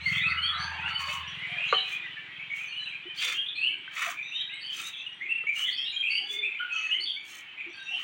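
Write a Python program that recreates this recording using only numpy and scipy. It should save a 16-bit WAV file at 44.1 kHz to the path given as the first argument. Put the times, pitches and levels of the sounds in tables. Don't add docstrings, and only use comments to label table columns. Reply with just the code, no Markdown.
import sys
import numpy as np
from scipy import signal
from scipy.fft import rfft, irfft, next_fast_len
from scipy.io import wavfile
from scipy.ndimage import map_coordinates

SR = 44100
rng = np.random.default_rng(int(sys.argv[2]) if len(sys.argv) > 2 else 0)


def output_pcm(signal):
    pcm = np.clip(np.atleast_2d(signal).T, -1, 1) * 32767
    wavfile.write(sys.argv[1], SR, np.round(pcm).astype(np.int16))


N = 354123
TIME = np.arange(N) / SR


def from_db(db):
    return 10 ** (np.asarray(db) / 20)


def rms_one(x):
    return x / np.sqrt(np.mean(x ** 2) + 1e-20)


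def in_time(rows):
    return np.interp(TIME, *np.transpose(rows))


def coloured(x, spectrum):
    points_hz, points_db = np.transpose(spectrum)
    size = next_fast_len(N)
    bins_hz = np.maximum(np.fft.rfftfreq(size, 1 / SR), 1)
    gain = from_db(np.interp(np.log(bins_hz), np.log(points_hz), points_db))
    bass_cut = 1 + (points_hz[0] / 2 / bins_hz) ** 2
    return rms_one(irfft(rfft(x, size) * gain / bass_cut, size)[:N])


def wander(rate_hz, size):
    steps = np.arange(size) * rate_hz / SR
    return map_coordinates(rng.standard_normal(int(steps[-1]) + 2), [steps], order=2, mode="nearest")


def add(out, start_s, sound):
    at = max(int(start_s * SR), 0)
    part = sound[:max(N - at, 0)]
    out[at:at + len(part)] += part


def swell(length_s, power):
    size = max(int(length_s * SR), 20)
    return rms_one(np.abs(np.sin(np.linspace(0, np.pi, size))) ** power)


def yard(x, t60_s=0.44, gap_s=.008):
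    t = TIME[:SR]
    echoes = rng.standard_normal(SR) * from_db(-60 * t / t60_s) * (t > gap_s)
    return signal.fftconvolve(x, echoes / np.linalg.norm(echoes))[:N]


# freq_hz, gain_db
AIR_COLOUR = [(30, -18), (100, 1.5), (220, 1.5), (310, 1.5), (520, -6.5), (900, 2), (3000, -24.5),
              (6000, -34.5), (12000, -37), (16000, -29.5)]


def open_air(level_db=-66.5):
    return from_db(level_db) * coloured(rng.standard_normal(N), AIR_COLOUR)


# freq_hz, gain_db
HOLLOW_COLOUR = [(180, -18.5), (290, 1.5), (390, -1.5), (520, -25.5), (1000, -56.5)]


def rustle(level_db=-73, swell_db=5.5, rate_hz=7):
    gain = from_db(level_db + swell_db * wander(rate_hz, N))
    return gain * coloured(rng.standard_normal(N), HOLLOW_COLOUR)


# time_s, firings_per_s
ENGINE_RATE = [(0, 20.7), (1.5, 20.7), (8.03, 23.1)]
# time_s, level_db
THUD_LEVEL = [(0, -60), (.06, -43.5), (.16, -39), (.5, -58), (.65, -44.5), (.72, -60.5), (.89, -49),
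              (.96, -54.5), (1.56, -52), (1.85, -65), (2.2, -63.5), (3.42, -70), (6.17, -72), (6.69, -95),
              (8.03, -71.5)]


def engine_thuds(firings, first_s=.012, thud_hz=144, thud_s=0.027, uneven_s=0.0013, echo_db=-10):
    shape = swell(thud_s, power=3.2)
    thud = shape * np.sin(2 * np.pi * thud_hz * TIME[:len(shape)])
    thuds = np.zeros(N)
    for fire_s in TIME[np.diff(np.floor(firings), prepend=-1) > 0]:
        gain = from_db(rng.normal(0, 2.3))
        add(thuds, fire_s + first_s + rng.normal(0, uneven_s), gain * thud)
    thuds = thuds + from_db(echo_db) * yard(thuds)
    return from_db(in_time(THUD_LEVEL)) * rms_one(thuds)


def engine_drone(firings, level_db=-48.5, early_db=-5.5, start_s=0.32, hold_s=1.27, drop_s=0.16,
                 drop_db=19, fade_db_per_s=5.5):
    drone = np.sqrt(2) * np.sin(2 * np.pi * 4 * firings)
    early = np.clip((start_s - TIME) / .03, 0, 1)
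    dropped = np.clip((TIME - hold_s) / drop_s, 0, 1)
    drone_db = level_db + early_db * early - drop_db * dropped - fade_db_per_s * TIME
    return from_db(drone_db + 2 * wander(23, N)) * drone


def engine():
    firings = np.cumsum(in_time(ENGINE_RATE)) / SR
    return engine_thuds(firings) + engine_drone(firings)


def chirp(length_s, start_hz, end_hz, rasp, arch=0.022, scatter=0.0886, trill_hz=125, trill=0.028,
          flutter=0.74, second_db=-58, third_db=-41):
    shape = swell(length_s, power=0.027)
    size = len(shape)
    soft_ends = signal.windows.tukey(size, .45)
    u = np.linspace(0, 1, size)
    buzz_hz = trill_hz * (1 + 0.2345 * wander(60.3, size))
    buzz = np.sin(2 * np.pi * np.cumsum(buzz_hz) / SR)
    bend = arch * (4 * u * (1 - u) - 2 / 3)
    shake = rasp * (scatter * np.tanh(wander(600, size)) + trill * buzz)
    pitch_hz = (start_hz + (end_hz - start_hz) * u) * (1 + bend + shake)
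    phase = 2 * np.pi * np.cumsum(pitch_hz) / SR
    voice = np.sin(phase) + from_db(second_db) * np.sin(2 * phase) + from_db(third_db) * np.sin(3 * phase)
    effort = from_db(3.3 * wander(92.1, size))
    return rms_one(shape * soft_ends * effort * voice * (1 + flutter * rasp * buzz))


def slur(length_s, pitch_hz, octaves, rasp):
    return chirp(length_s, pitch_hz * 2 ** (-octaves / 2), pitch_hz * 2 ** (octaves / 2), rasp)


# freq_hz, gain_db
FAR_COLOUR = [(700, -17), (1200, -9), (1700, -5.5), (2400, 0.5), (3100, -3), (3800, -11), (5000, -29.5),
              (7500, -36), (12000, -50)]


def far_birds(count=480):
    out = np.zeros(N)
    for k, (when, pitch, slope, span, loud, rasp) in enumerate(rng.random((count, 6))):
        start_hz = 1550 + 1900 * pitch
        end_hz = start_hz * (.93 + 0.1775 * slope)
        note = chirp(0.0211 + 0.0476 * span, start_hz, end_hz, 0.38 * rasp)
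        add(out, (k + when) / count * N / SR, from_db(5 * loud) * note)
    return coloured(out, FAR_COLOUR)


# time_s, level_db
FLOCK_LEVEL = [(0, -31), (.3, -31.5), (1.3, -29.5), (1.65, -26.5), (2.2, -34), (3.2, -37), (3.73, -40),
               (3.96, -34), (4.2, -38.5), (6.15, -39.5), (6.93, -34), (7.13, -45.5), (7.4, -37),
               (8.03, -38.5)]


def far_flock():
    far = far_birds()
    wash = coloured(rng.standard_normal(N), FAR_COLOUR)
    mix = from_db(-14.0) * far + from_db(-13.0) * yard(far) + from_db(-14.0) * wash
    return from_db(in_time(FLOCK_LEVEL)) * mix


def twitter(count=220, level_db=-73, spread_db=8, tilt_db=-7, within_s=0.24):
    out = np.zeros(N)
    for k, (delay, pitch, slope, span, loud) in enumerate(rng.random((count, 5))):
        start_s = THIN_HIGH_NOTES[k * len(THIN_HIGH_NOTES) // count][0] + within_s * delay
        start_hz = 5500 + 4500 * pitch
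        note = chirp(0.0086 * (1 + 2 * span), start_hz, start_hz * (.96 + 0.056 * slope), 0.16)
        gain = from_db(level_db + spread_db * loud + tilt_db * pitch)
        add(out, start_s, gain * note * np.hanning(len(note)))
    return out


def answers(count=16, low_hz=2200, high_hz=3300, level_db=-48, spread_db=5, length_s=0.078,
            rise_octaves=0.14, rasp=0.12, within_s=.2):
    out = np.zeros(N)
    for k, (delay, pitch, span, loud) in enumerate(rng.random((count, 4))):
        start_s = LOUD_CHIRPS[k * len(LOUD_CHIRPS) // count][0] + within_s * delay
        pitch_hz = low_hz + (high_hz - low_hz) * pitch
        note = slur(length_s * (.5 + span), pitch_hz, rise_octaves, rasp)
        add(out, start_s, from_db(level_db + spread_db * loud) * note)
    return out


# start_s, length_s, start_hz, end_hz, level_db, rasp_0_to_1
LOUD_CHIRPS = [(0.055, 0.043, 2180, 1976, -26.5, 0.05), (0.114, 0.14, 2135, 1993, -34, 0.72),
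               (0.12, 0.031, 2560, 2780, -37.5, 0.15), (0.121, 0.076, 3050, 3450, -36, 0.55),
               (0.193, 0.052, 3365, 3960, -39.5, 0.18), (0.228, 0.059, 2382, 2680, -28, 0.09),
               (0.299, 0.033, 2097, 2014, -30.5, 0.38), (0.367, 0.05, 2880, 2966, -32.5, 0.12),
               (0.407, 0.12, 2996, 3470, -32, 0.18), (0.531, 0.062, 3770, 4070, -43.5, 0.3),
               (0.763, 0.16, 2390, 2890, -39, .4), (0.941, 0.056, 2930, 3026, -33, 0.08),
               (1.073, 0.064, 2820, 3160, -40, 0), (1.247, 0.051, 2890, 3030, -45.5, 0.05),
               (1.463, 0.088, 2210, 2410, -43, 0.27), (1.574, 0.069, 2400, 2640, -34.5, 0.62),
               (1.624, 0.057, 2550, 2980, -33, 0.83), (1.676, 0.084, 3910, 4190, -41, 0.46),
               (1.727, 0.092, 3073, 2906, -30, 0.39), (1.774, 0.046, 3750, 4050, -37, 0.23),
               (1.912, 0.074, 2352, 2514, -35.5, 0.07), (2.028, 0.062, 2120, 1820, -42.5, 0.28),
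               (2.096, 0.062, 2820, 3020, -50, 0.24), (2.164, 0.025, 1840, 1680, -42.5, 0.1),
               (2.383, 0.068, 2120, 2440, -43.5, 0.34), (2.493, 0.062, 2183, 2285, -35.5, 0.48),
               (2.581, 0.076, 2400, 2507, -39.5, 0.44), (2.705, 0.12, 2780, 3057, -39, 0.28),
               (2.785, 0.11, 4110, 3800, -47.5, 0.15), (2.856, 0.034, 2840, 2590, -38, 0.7),
               (2.914, 0.057, 2257, 2565, -40.5, 0.04), (3.171, .11, 3000, 3653, -36, 0.55),
               (3.317, 0.13, 3104, 3268, -35.5, 0.2), (3.338, 0.096, 2740, 2960, -37.5, 0.35),
               (3.453, 0.084, 3360, 3670, -38, 0.44), (3.551, 0.1, 2370, 2754, -33, 0.24),
               (3.632, 0.064, 2760, 3076, -28, 0.67), (4.154, 0.09, 2297, 2490, -38.5, 0.52),
               (4.219, .1, 3640, 3720, -48, 0.38), (4.297, 0.15, 2500, 3500, -39, 0.64),
               (4.322, 0.12, 3590, 3852, -36, 0.19), (4.488, 0.034, 2230, 3040, -45, 0.4),
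               (4.497, 0.064, 1952, 2230, -44, 0.02), (4.5, 0.086, 3630, 3880, -48, 0.38),
               (4.62, .14, 2957, 3164, -39, 0.47), (4.831, 0.061, 3517, 3890, -41.5, 0.32),
               (4.923, .11, 3203, 3600, -44.5, 0.86), (5.059, 0.049, 2880, 2860, -38, 0),
               (5.197, 0.087, 1886, 2520, -37.5, 0.65), (5.286, 0.05, 2618, 2748, -28.5, 0.24),
               (5.35, 0.097, 2754, 2664, -42, 0.06), (5.462, 0.052, 2223, 2377, -27.5, 0.31),
               (5.551, .11, 2770, 3060, -34, 0.55), (5.63, 0.096, 3140, 3397, -33.5, 0.7),
               (5.655, 0.052, 2205, 1788, -38, 0.4), (5.77, 0.075, 3150, 3266, -33, 0.28),
               (5.837, 0.09, 3517, 3940, -38.5, 0.42), (5.854, 0.04, 2780, 2865, -38, 0.37),
               (5.922, 0.047, 2368, 2480, -41.5, 0.2), (5.946, 0.089, 3240, 3160, -34.5, 0.27),
               (6.019, 0.09, 2387, 2804, -30.5, 0.62), (6.092, 0.12, 2628, 2980, -32, 0.55),
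               (6.094, .06, 2187, 2260, -38, 0.3), (6.248, 0.22, 3396, 3560, -37.5, 0.08),
               (6.318, 0.1, 2150, 2130, -43.5, .3), (6.417, 0.064, 2223, 2764, -30.5, 0.41),
               (6.543, 0.038, 2206, 2506, -38.5, 0.12), (6.584, 0.036, 2910, 3110, -38.5, 0.25),
               (6.591, 0.073, 1430, 1473, -35.5, 0.3), (6.69, 0.098, 2504, 2606, -34, 0.34),
               (6.73, 0.1, 1341, 1258, -48.5, 0.33), (6.754, 0.055, 3015, 2860, -38.5, 0.3),
               (6.818, 0.064, 2560, 2568, -32, 0.2), (6.906, 0.052, 2810, 3113, -27, 0.26),
               (6.935, 0.065, 1970, 2310, -40.5, 0.06), (7.048, 0.086, 3467, 3064, -34, 0.71),
               (7.566, 0.11, 2460, 2280, -41, 0.66), (7.734, 0.097, 1616, 1560, -50, 0),
               (7.78, 0.13, 3810, 3680, -51, 0.22), (7.847, .15, 2650, 2792, -37.5, 0.24),
               (7.906, 0.093, 2918, 3110, -37, 0.44)]
# start_s, length_s, start_hz, end_hz, level_db, rasp_0_to_1
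THIN_HIGH_NOTES = [(0, 0.11, 3940, 4590, -44.5, 0.18), (.262, 0.063, 4180, 4500, -44.5, 0.47),
                   (0.415, 0.069, 4270, 4490, -40.5, 0.082), (.569, 0.12, 5930, 6170, -58, 0.29),
                   (0.578, 0.094, 4390, 4560, -43, 0.41), (0.85, 0.29, 4360, 4570, -50, 0.33),
                   (1.272, 0.033, 5720, 5770, -56.5, 0.18), (1.634, 0.14, 6420, 6540, -61.5, 1),
                   (2.651, 0.043, 6100, 6170, -60.5, 0.3), (2.677, 0.066, 4380, 4240, -56, 0.13),
                   (3.165, 0.053, 4440, 4650, -46.5, 0.33), (3.544, 0.11, 4106, 4400, -48, 0.36),
                   (4.202, 0.2, 6090, 5820, -65, 0.28), (4.535, 0.036, 8100, 7920, -64, .1),
                   (4.6, 0.084, 4395, 4610, -48, 0.37), (4.95, 0.072, 6050, 6320, -69, 0.32),
                   (5.7, 0.063, 4280, 4600, -45, 0.6), (5.76, 0.079, 5250, 5200, -53, 0.59),
                   (5.919, 0.044, 6930, 7040, -60, 0.19), (6.088, 0.12, 4510, 4704, -40, 0.23),
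                   (6.684, 0.23, 4420, 4415, -60, 0.32), (6.712, 0.12, 5980, 6220, -55, 1),
                   (6.8, 0.13, 6410, 6450, -58.5, 0.094), (6.996, 0.054, 4270, 4600, -37, 0.24),
                   (7.681, 0.07, 5820, 5670, -69, 0.49), (7.725, 0.07, 4460, 4450, -58.5, 0.36),
                   (7.802, 0.18, 5800, 5550, -66.5, 0.36)]
# start_s, length_s, pitch_hz, level_db
LARGE_BIRD_CALLS = [(0.202, 0.46, 1321, -41.5), (0.476, 0.21, 1207, -44), (0.529, 0.3, 1625, -44.5),
                    (0.571, 0.42, 900, -47.5), (0.807, 0.15, 1373, -42.5), (0.952, 0.3, 1078, -43.5)]


def near_birds(high_second_db=-26, hoarse_fall_octaves=0.052, hoarse_rasp=0.87):
    out = np.zeros(N)
    for start_s, length_s, start_hz, end_hz, level_db, rasp in LOUD_CHIRPS:
        add(out, start_s, from_db(level_db) * chirp(length_s, start_hz, end_hz, rasp))
    for start_s, length_s, start_hz, end_hz, level_db, rasp in THIN_HIGH_NOTES:
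        high_note = chirp(length_s, start_hz, end_hz, rasp, second_db=high_second_db)
        add(out, start_s, from_db(level_db) * high_note)
    for start_s, length_s, pitch_hz, level_db in LARGE_BIRD_CALLS:
        call = slur(length_s, pitch_hz, -hoarse_fall_octaves, hoarse_rasp)
        add(out, start_s, from_db(level_db) * call)
    return out


def through_leaves(x, top_hz=10300):
    return signal.sosfilt(signal.butter(8, top_hz, fs=SR, output="sos"), x)


def wall_echo(x, delay_s=.055, echo_db=-13):
    return x + from_db(echo_db) * np.interp(TIME - delay_s, TIME, x, left=0)


# start_s, length_s, pitch_hz, level_db
BUMPS = [(0.56, 0.086, 746, -52.5), (1.071, 0.051, 614, -50.5), (1.491, 0.14, 713, -50),
         (3.056, 0.031, 357, -45.5), (3.246, 0.068, 490, -54.5), (4.068, 0.034, 703, -39.5),
         (6.201, 0.075, 796, -54), (6.302, 0.2, 405, -52), (7.664, 0.043, 352, -47.5),
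         (7.908, 0.073, 777, -52.5)]


def plops(waver=0.067):
    out = np.zeros(N)
    for start_s, length_s, pitch_hz, level_db in BUMPS:
        shape = swell(length_s, power=0.13)
        phase = 2 * np.pi * np.cumsum(pitch_hz * (1 + waver * wander(190, len(shape)))) / SR
        add(out, start_s, from_db(level_db) * shape * np.sin(phase))
    return out


# start_s, level_db, pitch_hz
WALL_DRIPS = [(0.878, -28, 1690), (3.878, -32.5, 1550), (3.966, -28.5, 2010), (4.028, -26, 1860)]


def drips(low_hz=1100, soft_hz=2800, t60_s=0.048, overtone_ratio=1.3, overtone_db=-8):
    t, out = TIME[:SR // 4], np.zeros(N)
    for start_s, level_db, pitch_hz in WALL_DRIPS:
        phase = 2 * np.pi * pitch_hz * t
        tones = np.sin(phase) - from_db(overtone_db) * np.sin(overtone_ratio * phase)
        add(out, start_s, from_db(level_db - 60 * t / t60_s) * tones)
    return signal.sosfilt(signal.butter(3, [low_hz, soft_hz], "band", fs=SR, output="sos"), out)


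# start_s, level_db
BLOWS = [(1.7257, -13.5), (1.7293, -22.5), (1.7345, -26), (1.7434, -31), (5.436, -43.5)]
# freq_hz, level_db, t60_s
BUCKET_MODES = [(408, -5.5, 0.046), (507, -1, 0.03), (737, -22.5, 0.33), (950, -18, 0.043),
                (1256, -2, 0.084), (1460, -2.5, 0.025), (1820, -13.5, 0.026), (2190, -13, 0.034),
                (2800, -9, .025)]


def knocks(low_hz=375, soft_hz=2800, rattle_db=-4.5, rattle_t60_s=0.13, detune=0.04):
    t, out = TIME[:SR // 2], np.zeros(N)
    for start_s, level_db in BLOWS:
        blow = from_db(rattle_db - 60 * t / rattle_t60_s) * rng.standard_normal(len(t))
        shifts = 1 + detune * rng.standard_normal(len(BUCKET_MODES))
        for k, (freq_hz, mode_db, t60_s) in enumerate(BUCKET_MODES):
            mode = from_db(mode_db - 60 * t / t60_s) * np.sin(2 * np.pi * freq_hz * shifts[k] * t)
            blow += (-1) ** k * mode
        add(out, start_s, from_db(level_db) * blow)
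    return signal.sosfilt(signal.butter(5, [low_hz, soft_hz], "band", fs=SR, output="sos"), out)


def droplets(per_s):
    clumps_db = 1.7 * wander(35, N) + 1.9 * wander(170, N)
    sizes = rng.standard_normal(N)
    return (rng.random(N) < per_s / SR) * sizes * from_db(clumps_db)


# freq_hz, gain_linear
PAIL_RESONANCES = [(1320, 1), (2060, 0.3), (2620, .6)]


def hollowed(x, sharpness=11):
    rung = x.copy()
    for freq_hz, gain in PAIL_RESONANCES:
        rung += gain * signal.lfilter(*signal.iirpeak(freq_hz, sharpness, fs=SR), x)
    return rms_one(rung) * np.std(x)


def in_bucket(x, echo=0.4):
    out, samples = x.copy(), np.arange(N)
    for path_s in (.0009, .0016, .0027):
        lag = path_s * SR * (1 + 0.067 * wander(2.2, N))
        out += echo * np.interp(samples - lag, samples, x)
    return out


# start_s, length_s, hiss_db, splash_db, splash_pitch_hz
MILK_JETS = [(0, 0.28, -52.5, -48.5, 1963), (0.856, 0.085, -60, -50, 2016),
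             (0.977, 0.078, -51, -46.5, 2000), (0.975, 0.29, -51.5, -46.5, 2050),
             (1.817, 0.2, -56, -53, 2040), (2.49, 0.23, -57.5, -56, 1947), (3.124, 0.3, -44.5, -37, 2397),
             (3.893, 0.31, -44, -37, 1850), (4.675, .29, -45, -45, 2360), (5.512, 0.18, -45.5, -47, 2050),
             (5.631, 0.13, -56, -65, 2100), (6.245, 0.18, -55, -64.5, 2310), (7.209, .25, -50.5, -56, 2320),
             (7.901, 0.26, -61.5, -51, 2040)]
# freq_hz, gain_db
HISS_COLOUR = [(2500, -4.5), (4000, 2), (5000, -4), (6100, 10.5), (7500, 4), (9000, 0), (10500, -6),
               (13200, -15.5), (15000, -1.5), (16000, 8.5)]
# freq_hz, gain_db
SPLASH_COLOUR = [(300, -31), (560, -17.5), (900, -14.5), (1200, -3.5), (2100, 5), (2900, 0.5), (3800, -5),
                 (5100, -17.5), (6400, -19), (12000, -49)]


def milk(aim_octaves=0.54, sag_db=3):
    hiss_level, splash = np.zeros(N), np.zeros(N)
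    drops = coloured(droplets(per_s=8000), SPLASH_COLOUR)
    for start_s, length_s, hiss_db, splash_db, pitch_hz in MILK_JETS:
        flow = swell(length_s, power=2.48)
        fall = np.linspace(.5, -.5, len(flow))
        speed = pitch_hz / 2000 * 2 ** (aim_octaves * fall)
        splashing = map_coordinates(drops, [rng.random() * N / 2 + np.cumsum(speed)], order=3)
        add(hiss_level, start_s, from_db(hiss_db) * flow)
        add(splash, start_s, from_db(splash_db + 2 * sag_db * fall) * flow * splashing)
    hiss = hiss_level * coloured(droplets(per_s=5100), HISS_COLOUR)
    return in_bucket(hiss + hollowed(splash))


def scene():
    background = open_air() + rustle() + engine()
    birds = through_leaves(near_birds() + answers() + twitter())
    birds = wall_echo(birds) + from_db(-2) * yard(birds)
    bucket = milk() + drips() + knocks() + plops()
    bucket = bucket + from_db(-18) * yard(bucket)
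    return (background + far_flock() + birds + bucket)[None]


def record(dry, cutoff_hz=15850):
    return signal.sosfilt(signal.ellip(12, .1, 80, cutoff_hz, fs=SR, output="sos"), dry)


dry = scene()
out = record(dry)
output_pcm(out)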